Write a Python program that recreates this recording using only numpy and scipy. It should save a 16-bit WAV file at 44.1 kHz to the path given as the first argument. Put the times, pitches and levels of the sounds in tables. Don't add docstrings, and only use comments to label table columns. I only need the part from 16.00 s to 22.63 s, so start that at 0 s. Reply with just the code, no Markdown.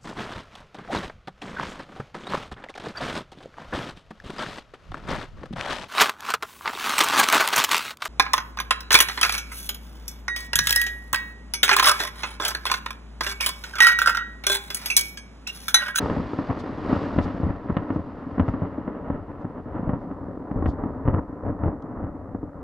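import sys
import numpy as np
from scipy import signal
from scipy.fft import rfft, irfft, next_fast_len
from scipy.io import wavfile
from scipy.ndimage import map_coordinates

SR = 44100
rng = np.random.default_rng(int(sys.argv[2]) if len(sys.argv) > 2 else 0)


def unload_wav(signal):
    wavfile.write(
        sys.argv[1],
        SR,
        np.round(np.clip(np.atleast_2d(signal).T, -1, 1) * 32767).astype(np.int16),
    )


N = 292383

# time in seconds, level in dB.
SIZZLE_LEVELS = [(0, -50.5), (.72, -54.5), (.85, -52), (.94, -46), (1.1, -51.5), (1.25, -52.5), (1.6, -65),
                 (2.5, -66.5), (3, -76.5), (4.9, -78), (6.63, -104)]
# time in seconds, level in dB.
ROLL_LEVELS = [(0, -27.5), (.29, -37), (.75, -32.5), (1.15, -29.5), (1.6, -38), (1.85, -33), (2.12, -39.5),
               (2.55, -33.5), (3.05, -37), (3.3, -36.5), (3.55, -40), (3.75, -34.5), (4.4, -37),
               (4.75, -35), (5.3, -38.5), (5.8, -37.5), (6.25, -39.5), (6.63, -41.5)]
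# crest time in seconds, roll level in dB, boom level in dB, width in seconds.
PEAL_SWELLS = [(0.159, -33, -34.5, 0.071), (0.518, -28, -35.5, 0.013), (0.962, -30, -49, 0.051),
               (1.201, -32.5, -31.5, 0.033), (1.458, -35, -33.5, 0.054), (2.411, -39.5, -28, 0.021),
               (2.504, -38.5, -31.5, 0.017), (2.64, -38, -36, 0.016), (3.081, -32.5, -47.5, 0.015),
               (3.135, -37.5, -37.5, .018), (3.78, -34, -44.5, 0.02), (3.9, -33.5, -31, 0.025),
               (4.62, -32, -31, 0.052), (4.87, -36, -38, 0.073), (5.086, -25.5, -26.5, .016),
               (5.16, -26.5, -26.5, 0.022), (5.477, -29.5, -27, .025), (5.663, -28.5, -30.5, 0.034),
               (6.029, -35.5, -39.5, 0.044)]
# crest time in seconds, gain in dB, width in seconds.
BRIGHT_SWELLS = [(.04, -60, 0.12), (0.601, -53.5, 0.011), (1.238, -56, .018), (1.951, -71.5, 0.024),
                 (2.49, -68, 0.019), (3.416, -77, 0.014), (4.02, -82, 0.045), (4.694, -61.5, .018)]
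# start in seconds, gain in dB, N-wave length in ms, air loss in dB per kHz.
CLAP_EVENTS = [ (.059, -14.5, 2.3, 7.5), (0.099, -15.5, 1.8, 2.5), (.114, -15.5, 2.9, 8.5),
               (0.169, -12, 3.5, 13), (.198, -17, 3.9, 10.5), (.333, -13.5, 2.3, 8), (0.388, -13, 2.8, 5),
               (.502, -17.5, 4.4, 3.5), (0.661, -21, 1.28, 4), (.894, -18, 2.6, 4.5), (.928, -6, 2.5, 10.5),
               (.964, -14.5, 3.4, 4.5), (1.038, -18, 1.8, 5), (1.162, -13, 2.9, 8.5),
               (1.1803, -10.5, 6, 10.5), (1.187, -10.5, 2.9, 2.5), (1.202, -16.5, 2.6, 11.5),
               (1.4, -16.5, 3.7, 9), (1.433, -12, 5.8, 11), (1.466, -11.5, 3.6, 15.5),
               (1.505, -18, 2.9, 16.5), (1.699, -11.5, 4.5, 7.5), (1.768, -12.5, 3.8, 2.5),
               (1.904, -12.5, 2.8, 5.5), (1.96, -12, 3.2, 13), (1.992, -17.5, 3.8, 10.5),
               (2.381, -13, 2.7, 7), (2.397, -9, 3.8, 4), (2.4812, -14.5, 5.5, 4.8), (2.5377, -17, 3.3, 7),
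               (2.62, -11.5, 4.6, 14.5), (2.78, -16, 2.7, 12.5), (2.878, -16.5, 2.9, 6.5),
               (3.101, -13, 3.7, 7.5), (3.446, -19, 5.2, 8), (3.794, -15, 3.3, 12), (3.83, -17, 3.9, 14),
               (3.873, -16.5, 7, 16.5), (3.893, -13.5, 3.6, 6.5), (3.934, -13, 4.4, 9),
               (4.112, -20, 3, 7.5), (4.513, -17.5, 3.9, 7), (4.56, -15, 3.6, 15.5), (4.624, -13, 2.6, 9),
               (4.659, -13, 3.7, 4), (4.68, -12.5, 9, 15), (4.837, -16.5, 2.4, 8), (4.858, -15, 3.6, 13),
               (5.054, -17.5, 6.3, 7), (5.078, -9, 7, 6), (5.141, -11, 5.8, 6.5), (5.496, -18, 6.6, 10),
               (5.636, -12, 2.2, 7.5), (5.659, -14, 6.2, 8), (5.68, -12.5, 2.9, 9), (6.04, -20, 6.7, 7.5),
               (6.348, -14.5, 2.5, 11.5), (6.43, -15.5, 2.37, 15.5)]
# start in seconds, gain in dB.
TICK_EVENTS = [(1.725, -65), (5.823, -60)]
# centre in Hz, width in Hz, gain in dB.
RESONANCES = [(95, 30, 9.5), (179, 27, 2), (217, 32, -2.5), (261.4, 33, 4.5), (305, 36.8, 7), (335, 68, -2),
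              (394, 56, 2.5), (591, 33, 7), (1056, 370, 8), (1312, 96, 4.5), (1863, 290, 5.5),
              (2410, 330, -3.5), (2860, 180, 4.5)]
# frequency in Hz, relative density in dB.
SIZZLE_SPECTRUM = [(700, -37), (1600, 9.5), (2400, 4), (2800, 2.5), (3300, 0), (4800, -3.5), (6300, -15),
                   (8000, -23), (10000, -36.5), (12500, -45.5)]
BRIGHT_SPECTRUM = [(1500, -41), (3300, 7), (4800, 5.5), (7000, -5.5), (9500, -16), (12500, -26)]
HISS_SPECTRUM = [(100, 8), (2000, 5), (5000, 5), (8000, 1.5), (12500, -1)]
# frequency in Hz, side gain in dB.
SIDE_GAINS = [(30, -12.5), (70, -18.5), (300, -17.5), (600, -16.5), (1100, -15), (1800, -8.5), (6000, -6.5)]
# frequency in Hz, left minus right in dB.
BALANCE = [(30, -2), (70, 1.5), (130, 3.5), (250, 1.55), (500, 1), (1000, -1), (2000, 0.5), (4000, -2.5),
           (9000, -4.5)]


def amp(db):
    return 10 ** (np.asarray(db) / 20)


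def unit_rms(x):
    return x / np.sqrt(np.mean(x ** 2) + 1e-20)


def db_at(table, hz):
    knots_hz, db = np.transpose(table)
    return np.interp(np.log(hz + 1), np.log(knots_hz + 1), db)


def envelope_db(table):
    return np.interp(np.arange(N) / SR, *np.transpose(table))


def filtered(x, response):
    size = x.shape[-1]
    padded = next_fast_len(size + SR // 4)
    return irfft(rfft(x, padded) * response(np.fft.rfftfreq(padded, 1 / SR)), padded)[..., :size]


def shaped(x, spectrum):
    return filtered(x, lambda hz: amp(db_at(spectrum, hz)))


def noise(spectrum):
    return unit_rms(shaped(rng.standard_normal((2, N)), spectrum))


def add(track, start_s, sound):
    start = max(round(start_s * SR), 0)
    part = sound[:max(len(track) - start, 0)]
    track[start:start + len(part)] += part


def bell(hz, centre_hz, width_hz, gain_db):
    damping = 1j * hz * width_hz
    return 1 + (amp(gain_db) - 1) * damping / (centre_hz ** 2 - hz ** 2 + damping)


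def n_waves(starts_s, peaks, lengths_ms, size):
    def impulses(at, weights):
        return np.bincount(at, weights, size)[:size]
    start = np.round(starts_s * SR).astype(int)
    span = np.maximum(np.round(lengths_ms * SR / 1000), 2).astype(int)
    fall = 2 * peaks / span
    slope = np.cumsum(impulses(start + span + 1, fall) - impulses(start + 1, fall))
    return np.cumsum(impulses(start, peaks) + impulses(start + span, peaks) + slope)


def swarm(per_s, length_ms, length_spread, spread_db):
    draws = rng.random((int(per_s * N / SR), 3))
    strength, stretch = np.log(draws[:, 1:] / (1 - draws[:, 1:])).clip(-4, 4).T / 2
    lengths_ms = length_ms * np.exp(length_spread * stretch)
    return n_waves(draws[:, 0] * N / SR, amp(spread_db * strength), lengths_ms, N)


def sizzle():
    shocks = swarm(per_s=4500, length_ms=0.55, length_spread=0.6, spread_db=2.5)
    fronts = np.diff(shocks, prepend=0)
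    crackle = unit_rms(shaped(fronts, SIZZLE_SPECTRUM))
    return amp(envelope_db(SIZZLE_LEVELS)) * (crackle + 0.11 * noise(SIZZLE_SPECTRUM))


def air(x, db_per_khz, knee_hz=3300):
    size = 2048
    hz = np.fft.rfftfreq(size, 1 / SR)
    loss_db = db_per_khz * hz / 1000 * (1 + (hz / knee_hz) ** 2 / 2)
    cepstrum = irfft(np.log(amp(-loss_db) + 1e-6))
    cepstrum[1:size // 2] *= 2
    cepstrum[size // 2 + 1:] = 0
    return signal.oaconvolve(x, irfft(np.exp(rfft(cepstrum))))[:len(x)]


def walls(x, echo_s=0.004105, echo_db=-9, echo_top_hz=600, low_cut_hz=33):
    def response(hz):
        ringing = np.prod([bell(hz, *row) for row in RESONANCES], axis=0)
        echo = amp(echo_db) * np.exp(-2j * np.pi * hz * echo_s) / (1 + (hz / echo_top_hz) ** 2)
        low_cut = (1j * hz / (low_cut_hz + 1j * hz)) ** 2
        return ringing * (1 + echo) * low_cut
    return filtered(x, response)


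def peals_db(boom_offset_db=-13, boom_db_per_s=1.44):
    t = np.arange(N) / SR
    base_db = envelope_db(ROLL_LEVELS)
    power = amp([base_db, base_db + boom_offset_db + boom_db_per_s * t]) ** 2
    for crest_s, roll_db, boom_db, width_s in PEAL_SWELLS:
        during = abs(t - crest_s) < 5 * width_s
        swell = np.exp(-0.5 * ((t[during] - crest_s) / width_s) ** 2)
        power[:, during] += np.outer(amp([roll_db, boom_db]) ** 2, swell)
    return 10 * np.log10(power)


def clumping(knots_per_s):
    knots = rng.standard_normal(int(N * knots_per_s / SR) + 4)
    return map_coordinates(knots, [np.arange(N) * knots_per_s / SR], order=1)


def rolling(far_start_s=1.2, crossfade_s=3.01, clump_db=1.7):
    near = swarm(per_s=1600, length_ms=1.563, length_spread=0.55, spread_db=3.5)
    near = unit_rms(walls(air(near, db_per_khz=4)))
    far = swarm(per_s=1200, length_ms=1.452, length_spread=0.5, spread_db=1.5)
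    far = unit_rms(walls(air(far, db_per_khz=7.5, knee_hz=2600)))
    boom = swarm(per_s=120, length_ms=9, length_spread=0.55, spread_db=2)
    boom = unit_rms(walls(air(boom, db_per_khz=52.5)))
    far_share = np.clip((np.arange(N) / SR - far_start_s) / crossfade_s, 0, 1)
    roll = np.sqrt(1 - far_share) * near + np.sqrt(far_share) * far
    roll_db, boom_db = peals_db()
    return amp(roll_db + clump_db * clumping(knots_per_s=26)) * roll + amp(boom_db) * boom


def reflections(x, t60_s=0.026):
    t = np.arange(SR // 8) / SR
    scatter = rng.standard_normal(len(t)) * t * amp(-60 * t / t60_s)
    side = signal.oaconvolve(x, scatter / np.linalg.norm(scatter))[:N]
    side = shaped(side, SIDE_GAINS)
    return np.array([x + side, x - side])


def bright_swell_envelope():
    t = np.arange(N) / SR
    return sum(amp(db) / np.cosh(np.clip((t - crest_s) / width_s, -20, 20) * np.sqrt(2))
               for crest_s, db, width_s in BRIGHT_SWELLS)


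def clap(length_ms, db_per_khz, lag_s=0.009, trail_db=-12, fade_db_per_s=150, spread_db=2, count=7):
    size = SR // 12
    front = n_waves(np.zeros(1), np.ones(1), np.array([length_ms]), size)
    delays_s = length_ms / 1000 + rng.exponential(lag_s, count)
    peaks = amp(trail_db - fade_db_per_s * delays_s + spread_db * rng.standard_normal(count))
    lengths_ms = length_ms * np.exp(0.4 * rng.standard_normal(count))
    trail = n_waves(delays_s, peaks, lengths_ms, size)
    return air(front, db_per_khz) + air(trail, db_per_khz + 1)


def lesser_claps(over_roll_db=12, spread_db=1.3, length_ms=2.7, count=80):
    track = np.zeros(N)
    roll_db = envelope_db(ROLL_LEVELS)
    starts_s = (np.arange(count) + rng.random(count)) / count * (N - 1) / SR
    for start_s, (strength, stretch) in zip(starts_s, rng.standard_normal((count, 2))):
        db = roll_db[int(start_s * SR)] + over_roll_db + spread_db * strength
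        shock = clap(length_ms * np.exp(0.22 * stretch), db_per_khz=9 + 0.8 * start_s)
        add(track, start_s, amp(db) * shock)
    return walls(track)


def main_claps():
    track = np.zeros(N)
    for start_s, db, length_ms, db_per_khz in CLAP_EVENTS:
        add(track, start_s, amp(db) * clap(length_ms, db_per_khz))
    steepened = filtered(track, lambda hz: bell(hz, centre_hz=3400, width_hz=1500, gain_db=5))
    return walls(steepened)


def tick_envelope(t60_s=0.014):
    envelope = np.zeros(N)
    t = np.arange(SR // 10) / SR
    for start_s, db in TICK_EVENTS:
        add(envelope, start_s, amp(db - 60 * t / t60_s))
    return envelope


def scene():
    thunder = reflections(main_claps()) + reflections(rolling() + lesser_claps()) + sizzle()
    thunder = filtered(thunder, lambda hz: amp(np.outer([0.5, -0.5], db_at(BALANCE, hz))))
    centre_noise = noise(BRIGHT_SPECTRUM)[0]
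    wide_noise = 0.87 * noise(BRIGHT_SPECTRUM)
    bright_sounds = (bright_swell_envelope() + tick_envelope()) * (centre_noise + wide_noise)
    return thunder + bright_sounds + amp(-80) * noise(HISS_SPECTRUM)


def record(dry, top_hz=12750):
    return filtered(dry, lambda hz: hz < top_hz)


dry = scene()
out = record(dry)
unload_wav(out)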